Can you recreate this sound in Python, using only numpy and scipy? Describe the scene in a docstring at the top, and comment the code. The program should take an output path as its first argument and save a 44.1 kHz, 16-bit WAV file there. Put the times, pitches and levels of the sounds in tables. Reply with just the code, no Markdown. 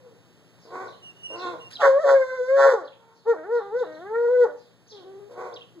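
"""A bloodhound howls, then yodels, from an open upstairs window: its voice swoops, splits and breaks into rasp.
Its vocal folds are summed harmonics, shaped by throat, mouth and lips. A second, hoarse dog bays further off.
A thin whine and chirping sparrows are gliding tones; lip smacks and outdoor air are shaped noise.
Two wavering low tones hum, and the walls of the yard echo everything but the air and hum."""
import sys
import numpy as np
from scipy import signal
from scipy.fft import rfft, irfft, next_fast_len
from scipy.io import wavfile
from scipy.ndimage import uniform_filter1d, map_coordinates

SR = 44100
rng = np.random.default_rng(int(sys.argv[2]) if len(sys.argv) > 2 else 0)


def generate_wav(sig):
    """Save sig (samples, or channels by samples) to the path in sys.argv[1] as 16-bit PCM at SR."""
    pcm = np.round(np.clip(np.atleast_2d(sig).T, -1, 1) * 32767).astype(np.int16)
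    wavfile.write(sys.argv[1], SR, pcm)


N = 255779  # length in samples
TOP_HZ = 15650  # no sound above this


def amp(db):
    """Decibels to gain."""
    return 10 ** (np.asarray(db) / 20)


def unit(x):
    """Scale to rms 1."""
    return x / np.sqrt(np.mean(x ** 2) + 1e-20)


def along(points, hz):
    """Read a curve of (Hz, value) points on a log frequency axis."""
    f, v = np.transpose(points)
    return np.interp(np.log(hz + 1), np.log(f + 1), v)


def curves(rows):
    """One value per sample for each column after the time."""
    s, *cols = np.transpose(rows)
    return [np.interp(np.arange(N) / SR, s, c) for c in cols]


def wobble(rate):
    """A smooth random curve, with this many random points a second."""
    return map_coordinates(rng.standard_normal(N // 16), [np.arange(N) * rate / SR], mode="wrap")


def filtered(x, response):
    """Multiply the spectrum of x by a function of frequency."""
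    size = next_fast_len(N + 8192)
    spectrum = rfft(x, size) * response(np.fft.rfftfreq(size, 1 / SR))
    return irfft(spectrum, size)[..., :N]


def coloured(x, points):
    """Shape x with a curve of (Hz, dB) points."""
    return filtered(x, lambda hz: amp(along(points, hz)))


def steady(x):
    """Hold the short-term rms at 1."""
    return x / np.sqrt(np.abs(uniform_filter1d(x ** 2, size=900)) + 1e-12)


def sounding(phrases):
    """1 while a phrase lasts, with soft edges; phrases that touch are joined."""
    t = np.arange(N) / SR
    on = sum((t > p[0][0] - .006) & (t < p[-1][0] + .006) for p in phrases) > 0
    return uniform_filter1d(on * 1., size=300)


def step(at, edge):
    """A smooth rise from 0 to 1 around a moment."""
    return .5 + .5 * np.tanh((np.arange(N) / SR - at) / edge)


def held(start, end, attack, release):
    """Rise smoothly to 1, hold, and fall smoothly to 0."""
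    return step(start, attack) * (1 - step(end, release))


def spread(pair, width):
    """Two unrelated signals become a shared part and a part opposed in the two channels."""
    shared, opposed = pair[0], width * pair[1]
    return np.array([shared + opposed, shared - opposed]) / np.hypot(1, width)


# How fast the yard's echo dies. Each row: frequency in Hz, time to fall by 60 dB in seconds.
YARD_DECAY = [(200, 0.12), (600, 0.47), (1500, 0.42), (4000, 0.41), (10000, 0.29)]


def echo(x, width=0.63):
    """The yard's answer: a tail of noise in which each frequency dies at its own speed."""
    hz, t, z = signal.stft(rng.standard_normal((2, SR)), SR, nperseg=256)
    decay = amp(-60 * t / along(YARD_DECAY, hz)[:, None])
    tail = signal.istft(z * decay, SR, nperseg=256)[1]
    tail = spread(tail / np.linalg.norm(tail[0]), width)
    tail = np.pad(tail, ((0, 0), (500, 0)))  # the walls answer after 500 samples
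    return signal.fftconvolve(x[None], tail, axes=1)[:, :N]


def folds(pitch, split, rasp, lock, swing, jitter, hiss, tremor):
    """Vocal folds; when split, a second oscillation, locked to a fraction of the pitch, pushes the pulses about."""
    phase = 2 * np.pi * np.cumsum(pitch * (1 + tremor * wobble(70))) / SR
    second = split * np.sin(phase * lock + rasp * wobble(90))
    phase = phase + swing * second + jitter * rasp * wobble(420)
    pulses = sum(np.sin(k * phase) / k * (k * pitch < TOP_HZ) for k in range(1, 25))
    size = 1 + .5 * second + .35 * rasp * wobble(260)
    # air rushes through once a cycle
    air = unit(coloured(rng.standard_normal(N), [(500, -1.0), (2000, -10), (10000, -15.5)]))
    return pulses * size + hiss * (rasp + 0.06) * air * (1 + np.cos(phase))


# Tone colour of the outdoor air. Each row: frequency in Hz, relative level in dB.
AIR_COLOUR = [(25, -19), (70, -16), (115, -0.5), (200, -6), (330, -4.5), (550, -7.5), (1000, -13.5),
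              (2000, -17.5), (3800, -19.5), (6000, -25), (9000, -29.5), (15000, -37.5)]
# The recorder turns the background down around the loud howls, then back up.
# Each row: time in seconds, level of the air in dB.
AIR_LEVEL = [(0, -59.5), (1.8, -55), (2.1, -63), (3.2, -63), (4, -58.5), (4.8, -61), (5.2, -59)]
# Tones of the hum. Each row: frequency in Hz, relative level in dB.
HUM_TONES = [(118.4, -69), (172.3, -72)]


def background():
    """Outdoor air as shaped noise, and the unsteady hum of a distant machine as wavering sines."""
    air_db, = curves(AIR_LEVEL)
    air = unit(coloured(spread(rng.standard_normal((2, N)), width=0.05), AIR_COLOUR))
    air = air * amp(0.35 * wobble(1.9))
    t = np.arange(N) / SR
    hum = np.zeros(N)
    for hz, db in HUM_TONES:
        level = amp(db + 4.0 + 1.1 * wobble(0.57))
        hum += level * np.sin(2 * np.pi * hz * t + 2.0 * wobble(3.7))
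    # the recorder's changing gain lowers and raises the hum together with the air
    return amp(air_db) * air + amp(air_db - air_db.mean()) * hum


BAY_TAPER_DB = 5.5  # a call is this much weaker at its ends
BAY_SKEW = 0.13  # the pitch sags less at the start than at the end
THROAT_DB_PER_OCTAVE, MOUTH_DB_PER_OCTAVE = 20, 71  # fading as the arch of pitch sinks
SLACK_SPLIT_PER_OCTAVE, SLACK_RASP_PER_OCTAVE = 2.2, 1.3  # roughening as it sinks


def bay(start, length, hz, glide, arch, throat_db, mouth_db, split, rasp):
    """One call as rows of (s, pitch, throat dB, mouth dB, split, rasp): loudest and clearest atop its arch."""
    u = np.linspace(-1, 1, 15)  # from the start of the call to its end
    sag = arch * u ** 2 * (1 + BAY_SKEW * u)  # octaves below the top of the arch
    taper_db = BAY_TAPER_DB * u ** 2
    return np.transpose([start + length * (u + 1) / 2,
                         hz * 2 ** (glide * u / 2 - sag),
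                         throat_db - taper_db - THROAT_DB_PER_OCTAVE * sag,
                         mouth_db - taper_db - MOUTH_DB_PER_OCTAVE * sag,
                         split + SLACK_SPLIT_PER_OCTAVE * sag,
                         rasp + SLACK_RASP_PER_OCTAVE * sag])


# The far dog's bays and whimpers, each an arch of pitch on a glide. Each row: start in seconds, length
# in seconds, pitch in Hz, glide in octaves, arch in octaves, relative throat level in dB,
# relative mouth level in dB, split of the folds (0-1), rasp (0-1).
BAYS = [(0, .135, 490, -.3, .01, -46, -62, 1, 0.8), (0.656, .28, 379.6, .01, .34, -34.5, -31, 0.1, 0.43),
        (1.305, .295, 362.7, -.06, .28, -32, -29.5, 0.08, 0.2),
        (2.931, 0.25, 456.3, .03, .01, -62.5, -56.5, 0.3, .35),
        (4.924, .12, 388, -.35, .01, -40, -52.5, 0.08, 0.1),
        (5.038, .24, 396.9, 0.16, 0.033, -38.5, -56.5, .1, 0),
        (5.297, .3, 375.1, -.1, .28, -34, -36.5, .5, 0.4),
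        (5.758, 0.032, 339.6, -0.29, 0.0034, -39, -65, 0, 0)]
# Resonances of its throat and mouth. Each row: frequency in Hz, relative level in dB.
FAR_THROAT = [(150, -46.5), (280, -1.5), (380, -6.5), (550, -3.5), (720, -26.5), (900, -27), (1200, -85.5)]
FAR_MOUTH = [(550, -50), (760, -6), (900, -2), (1080, 3.5), (1280, -12), (1440, -3), (1530, -3),
             (1700, -19.5), (1900, -12.5), (2300, -11), (3200, -55)]
# Rings when a bay opens into a bark. Each row: frequency in Hz, relative level in dB.
FAR_GAPE = [(330, -33), (470, 13.5), (570, 0), (720, -6.5), (900, -35.5)]
# Sizzle of teeth and lips, for both dogs. Each row: frequency in Hz, relative level in dB.
SIZZLE_COLOUR = [(2100, -60), (2650, -30.5), (3300, 3.5), (4600, 4.5), (6000, 4), (7400, 2.5), (8700, -6),
                 (11000, -9.5), (15000, -16)]
BAY_LOCK = 2 / 3  # when the folds split, the second oscillation runs at this fraction of the pitch
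BAY_WAVER_DB, BAY_WAVER_RATE = 2, 28  # random waver in strength; its random points a second


def far_dog():
    """Hoarse bays: rough folds ring in a throat and a mouth, and arrive with much more echo."""
    calls = [bay(*row) for row in BAYS]
    pitch, throat_db, mouth_db, *roughness = curves(np.vstack(calls))
    split, rasp = np.clip(roughness, 0, 1)
    source = folds(pitch, split, rasp, lock=BAY_LOCK, swing=0.4, jitter=0.46, hiss=0.75, tremor=.014)
    throat = coloured(source, FAR_THROAT) + 5.6 * split * coloured(source, FAR_GAPE)
    voice = amp(throat_db - 5.5) * steady(throat)
    voice += amp(mouth_db - 5.5) * steady(coloured(source, FAR_MOUTH))
    breathy = source + 0.18 * rng.standard_normal(N)
    voice += amp(mouth_db - 29) * steady(coloured(breathy, SIZZLE_COLOUR))
    # a hoarse throat sputters
    sputter_db = 2 * rasp * wobble(50) + BAY_WAVER_DB * wobble(BAY_WAVER_RATE)
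    voice *= sounding(calls) * amp(sputter_db)
    return voice + amp(-6.0) * echo(voice, width=0.69)


# One sparrow chirp, before each bird's own pitch and level.
# Each row: time from its start in seconds, pitch in Hz, relative level in dB.
CHIRP = [(0, 3472, -8), (.011, 4900, -1.5), (.024, 4552, -10), (.031, 3903, 5), (.043, 3271, 5),
         (.066, 2764, -40), (.08, 2900, 0), (.091, 3314, 2.5), (0.113, 2987, -25.5)]
# The chirps. Each row: start in seconds, relative level in dB, pitch ratio, echo relative to the chirp in dB.
SPARROWS = [(0.593, -66, 1.3, 6), (0.85, -57, 1.11, 1.5), (1.361, -52, 1.15, 8.5), (1.726, -40, 1.02, -6),
            (2.846, -54.5, 0.99, -5), (3.129, -72.5, 1.28, 7), (3.519, -63, 1.13, 4.5),
            (3.761, -56.5, 1.09, -0.5), (3.916, -61.5, 1.12, -1), (4.549, -72, 1.3, 9),
            (4.639, -72, 1.08, -4), (4.873, -54.5, 1.3, 0), (4.889, -54.5, 1.05, -0.5), (5.532, -46, 1, -8)]


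def sparrows():
    """Each chirp sweeps up, drops and flicks again, sung by both sides of the syrinx; far birds are mostly echo."""
    direct, scattered = np.zeros((2, N))
    flutter = 1 + 0.09 * wobble(500)
    for start, db, ratio, echo_db in SPARROWS:
        shape = np.array(CHIRP) + [start, 0, 0]
        pitch, contour_db = curves(shape)
        phase = 2 * np.pi * np.cumsum(pitch * ratio * flutter) / SR
        both_sides = np.sin(phase) + amp(-7.5) * np.sin(0.96 * phase)
        chirp = amp(db + contour_db) * sounding([shape]) * both_sides
        direct += chirp
        scattered += amp(echo_db) * chirp
    return direct + echo(scattered)


# Notes of a thin nasal whine. Each row: start in seconds, end in seconds, pitch in Hz, level in dB.
WHINES = [(1.03, 1.117, 2853, -43.5), (1.165, 1.234, 2900, -51), (1.235, 1.364, 2852, -36),
          (1.395, 1.52, 2670, -49.5), (1.605, 1.688, 2860, -44.5)]
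WHINE_DROP_HZ, WHINE_DROP_S, WHINE_EDGE_S = 160, .012, 0.0089  # each note droops as it ends


def whine():
    """A high, fluttering whistle through the nose, with weak overtones."""
    tone, waver = np.zeros(N), 1 + 0.015 * wobble(70)
    for start, end, hz, db in WHINES:
        droop = WHINE_DROP_HZ * step(end - WHINE_DROP_S, WHINE_DROP_S)
        phase = 2 * np.pi * np.cumsum((hz - droop) * waver) / SR
        note = np.sin(phase) + amp(-16) * np.sin(2 * phase) + amp(-20) * np.sin(3 * phase)
        tone += amp(db) * held(start, end, WHINE_EDGE_S, WHINE_EDGE_S) * note
    tone *= amp(2.6 * wobble(60))
    return tone + amp(-16.5) * echo(tone)


# Smacks of the lips. Each row: start in seconds, relative level in dB, time to fall by 60 dB in seconds.
SMACKS = [(1.703, -32, 0.12), (5.309, -46, 0.099)]
# Their tone colour. Each row: frequency in Hz, relative level in dB.
SMACK_COLOUR = [(300, -31.5), (1500, -3), (2600, -3.5), (4500, 0), (7000, -8.5), (10000, -11.5),
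                (15000, -28)]


def smacks():
    """Short wet puffs as the jaws part: noise that swells and dies away."""
    t = np.arange(N) / SR
    swell = np.zeros(N)
    for start, db, t60 in SMACKS:
        rise = np.clip((t - start) / 0.037, 0, 1)
        swell += amp(db - 60 * np.abs(t - start) / t60) * rise
    noise = coloured(rng.standard_normal(N), SMACK_COLOUR)
    puffs = swell * unit(noise * amp(1.7 * wobble(280)))
    return puffs + amp(-18.0) * echo(puffs)


# Reflections off sash and sill. Each row: delay in seconds, gain.
WINDOW = [(.0023, 0.088), (.0061, 0.32)]


def window(x):
    """Short reflections make each overtone swell and fade as the pitch glides past."""
    def response(hz):
        return 1 + sum(gain * np.exp(-2j * np.pi * hz * delay) for delay, gain in WINDOW)
    return filtered(x, response)


# Cries of the yodel; each scoops up, holds, then breaks down to a lower note.
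# Each row: scoop start in seconds, top reached in seconds, break in seconds, top pitch in Hz,
# low pitch in Hz, level in dB relative to the howl, split of the folds at a full break (0-1).
CRIES = [(3.215, 3.3, 3.342, 479, 314, 0, .4), (3.43, 3.552, 3.6, 483, 398, -3.5, .7),
         (3.705, 3.81, 3.84, 523, 311, -4, .05), (3.98, 4.225, 4.278, 477, 468, -2, 0),
         (4.278, 4.335, 4.464, 499, 295, 2.5, .05)]
REST_HZ, BREAK_S = 312, .012  # pitch of the slack folds; softness in time of a break
PUSH_S, PUSH_DB = .035, 5  # time scale and extra level of the push before a break
PUSH_SAG = .2  # share of the fall that the push already gives way
FULL_BREAK_HZ = 125  # smaller falls are milder
BREAK_RASP_S = 0.016  # time scale of the roughness at a break


def yodel():
    """The chain of cries: pitch, level, the push before each break, the break itself and its split."""
    t = np.arange(N) / SR
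    pitch, low = np.full(N, float(REST_HZ)), REST_HZ
    level_db, = curves([(top, db) for _, top, _, _, _, db, _ in CRIES])
    pushing, breaking, split = np.zeros((3, N))
    for start, top, snap, top_hz, low_hz, _, break_split in CRIES:
        scoop = np.sin(np.pi / 2 * np.clip((t - start) / (top - start), 0, 1))
        # before a break the dog pushes harder, and the pitch gives way by a share of its fall
        push = np.exp(np.minimum(t - snap, 0) / PUSH_S)
        broken = step(snap, BREAK_S)
        fall = top_hz - low_hz
        pitch += (top_hz - low) * scoop - fall * (PUSH_SAG * push + (1 - PUSH_SAG) * broken)
        force = np.clip(fall / FULL_BREAK_HZ, 0, 1)
        pushing += force * np.exp(-((t - snap) / PUSH_S + 1) ** 2)
        bump = force * np.exp(-((t - snap - BREAK_S) / BREAK_RASP_S) ** 2)
        breaking += bump
        split += break_split * bump
        low = low_hz
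    return pitch, level_db + PUSH_DB * pushing, pushing, breaking, split


# The long howl swoops twice, sags, lifts and falls away. Each row: time in seconds, pitch in Hz.
HOWL_PITCH = [(1.81, 705), (1.832, 564), (1.91, 528), (1.98, 565.7), (2.022, 679.7), (2.05, 557.6),
              (2.15, 544.2), (2.26, 513.2), (2.35, 516.6), (2.41, 500.4), (2.47, 511.4), (2.55, 548.7),
              (2.66, 551), (2.715, 522.3), (2.78, 385.9), (2.84, 290.7)]
# Two breaths, a long howl and a yodel. Each row: start in seconds, end in seconds.
BREATHS = [(1.804, 2.85), (3.266, 4.512)]
# Rough bursts of the long howl, jaws wide. Each row: start in seconds, end in seconds, added split (0-1),
# added rasp (0-1), mouth boost in dB, lips boost in dB.
BURSTS = [(1.8, 1.888, .6, .65, 26, 22), (2.052, 2.145, .95, .38, 20, 20), (2.572, 2.67, .9, .22, 18, 21),
          (2.67, 2.755, .5, .75, 15, 12)]
# Each resonance has its best pitches.
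# Each row: pitch in Hz, throat level in dB, mouth level in dB, lips level in dB, all relative.
REGISTER = [(278, -35, -41.5, -54), (328, -40, -57, -44.5), (421, -36.5, -36, -48),
            (439.1, -27, -31.5, -44), (478.8, -19, -35.5, -36.5), (481.9, -20, -48.5, -39.5),
            (527, -18.5, -41, -37), (561.5, -15.5, -36.5, -43.5), (667, -34.5, -41.5, -38)]
BREATH_ATTACK_S, BREATH_RELEASE_S = 0.012, 0.061
BURST_EDGE_S, JAW_OPEN_S, JAW_CLOSE_S = 0.012, 0.038, 0.028
BREAK_RASP, BREAK_MOUTH_DB = .6, 10.5  # every break rasps briefly and opens the mouth
PUSH_LIPS_DB = 6  # the lips ring brighter during the push
CLEAN_SPLIT, CLEAN_RASP = .01, .09  # even the clear voice is slightly rough
SPENT_RASP = 0.82  # the voice grows rough as the breath runs out
SURGE_DB, SURGE_S = 4, .026  # the throat surges as a burst ends
NULL_HZ, NULL_WIDTH_HZ, NULL_DB = 512, 8, 17  # a reflection weakens the throat near this pitch


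def howling():
    """The hound's controls: pitch sets each resonance; bursts and breaks roughen it and open the jaws."""
    t = np.arange(N) / SR
    yodelling = t > (BREATHS[0][1] + BREATHS[1][0]) / 2
    cry_pitch, cry_db, pushing, breaking, split = yodel()
    pitch = np.where(yodelling, cry_pitch, curves(HOWL_PITCH)[0])
    register = np.array(REGISTER)
    throat_db, mouth_db, lips_db = [along(register[:, [0, k]], pitch) + cry_db * yodelling
                                    for k in range(1, 4)]
    mouth_db += BREAK_MOUTH_DB * breaking
    lips_db += PUSH_LIPS_DB * pushing
    air = sum(held(start, end, BREATH_ATTACK_S, BREATH_RELEASE_S) for start, end in BREATHS)
    rasp = CLEAN_RASP + BREAK_RASP * breaking + SPENT_RASP * (1 - air)
    for start, end, burst_split, burst_rasp, mouth_boost_db, lips_boost_db in BURSTS:
        rough = held(start, end, BURST_EDGE_S, BURST_EDGE_S)
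        jaws = held(start, end, JAW_OPEN_S, JAW_CLOSE_S)
        split += burst_split * rough
        rasp += burst_rasp * rough
        # the fundamental surges as the folds lock again
        throat_db += SURGE_DB * np.exp(-((t - end) / SURGE_S) ** 2)
        mouth_db += mouth_boost_db * jaws
        lips_db += lips_boost_db * jaws
    split, rasp = np.clip([split + CLEAN_SPLIT, rasp], 0, 1)
    # a reflection cancels the fundamental as it passes one pitch, less so in a rough voice
    throat_db -= NULL_DB * (1 - rasp) * np.exp(-((pitch - NULL_HZ) / NULL_WIDTH_HZ) ** 2)
    levels_db = uniform_filter1d([throat_db, mouth_db, lips_db], size=400, axis=1)
    return pitch, split, rasp, air, levels_db


# Resonances of the hound's throat, mouth and lips. Each row: frequency in Hz, relative level in dB.
THROAT = [(150, -47), (290, -18), (400, 7), (520, 13.5), (630, 0), (740, 6), (900, -39.5), (1200, -91)]
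MOUTH = [(550, -55.5), (720, -19), (820, -1.5), (950, -6.5), (1120, 1), (1240, -8.5), (1400, -34),
         (1800, -74)]
LIPS = [(950, -60.5), (1200, -22.5), (1350, 3.5), (1470, 2.5), (1620, -4.5), (1800, -1.5), (2000, -9.5),
        (2200, -11.5), (2500, -28), (3200, -80)]
# The head turns away. Each row: time in seconds, left minus right in dB, change of sizzle in dB.
HOWL_PAN = [(2.9, 0, 4.5), (3.25, 0.3, -3.5)]
HOWL_LOCK = 3 / 4  # when the folds split, the second oscillation runs at this fraction of the pitch
SIZZLE_BREATH = .09  # share of breath noise in the sizzle


def hound():
    """The near howl: folds ring in three resonances that open in turn, with a breathy sizzle on top."""
    pitch, split, rasp, air, (throat_db, mouth_db, lips_db) = howling()
    pan_db, sizzle_db = curves(HOWL_PAN)
    source = folds(pitch, split, rasp, lock=HOWL_LOCK, swing=0.83, jitter=0.22, hiss=0.29, tremor=.004)
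    # the low resonance bends round the window frame; the overtones bounce off it
    overtones = window(source)
    voice = amp(throat_db) * steady(coloured(source, THROAT))
    for db, shape in [(mouth_db, MOUTH), (lips_db, LIPS)]:
        level = amp(db - 2.85 + 4.1 * wobble(45))
        voice += level * steady(coloured(overtones, shape))
    breath = coloured(rng.standard_normal(N), [(3000, -3.5), (12000, -12.0)])
    sizzle = steady(coloured(overtones + SIZZLE_BREATH * breath, SIZZLE_COLOUR))
    sizzle *= amp(lips_db + sizzle_db - 24.0 + 0.77 * split)
    voice, sizzle = np.array([voice, sizzle]) * air
    direct = (voice + sizzle) * amp(np.array([pan_db, -pan_db]) / 2)
    return direct + echo(amp(-13.5) * voice + amp(-10) * sizzle, width=0.47)


def scene():
    """Both dogs, the whine, the birds, the smacks and the yard."""
    return background() + far_dog() + sparrows() + whine() + smacks() + hound()


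# Level balance of the two microphone ports. Each row: frequency in Hz, left minus right in dB.
PORT_BALANCE = [(60, -7.5), (110, 3), (200, 8.5), (380, 2), (700, 0.5), (1290, -3), (2380, -5), (4400, -1),
                (8120, -2.5), (15000, 4.5)]
# Phase between the ports. Each row: frequency in Hz, lead of the left port in radians.
PORT_PHASE = [(0, -2.6), (130, -1.9), (270, -.7), (520, -.55), (1000, -.1), (1650, 0), (1900, .7),
              (2100, 2.6), (2770, 3.14), (15200, 31.4)]


def record(dry):
    """The two microphone ports differ in level and phase; nothing passes above the band limit."""
    side = np.array([[.5], [-.5]])  # half of each difference goes to each port

    def ports(hz):
        balance = amp(side * along(PORT_BALANCE, hz))
        lead = side * np.interp(hz, *np.transpose(PORT_PHASE))
        return balance * np.exp(1j * lead) * (hz < TOP_HZ)
    return filtered(dry, ports)


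dry = scene()
out = record(dry)
generate_wav(out)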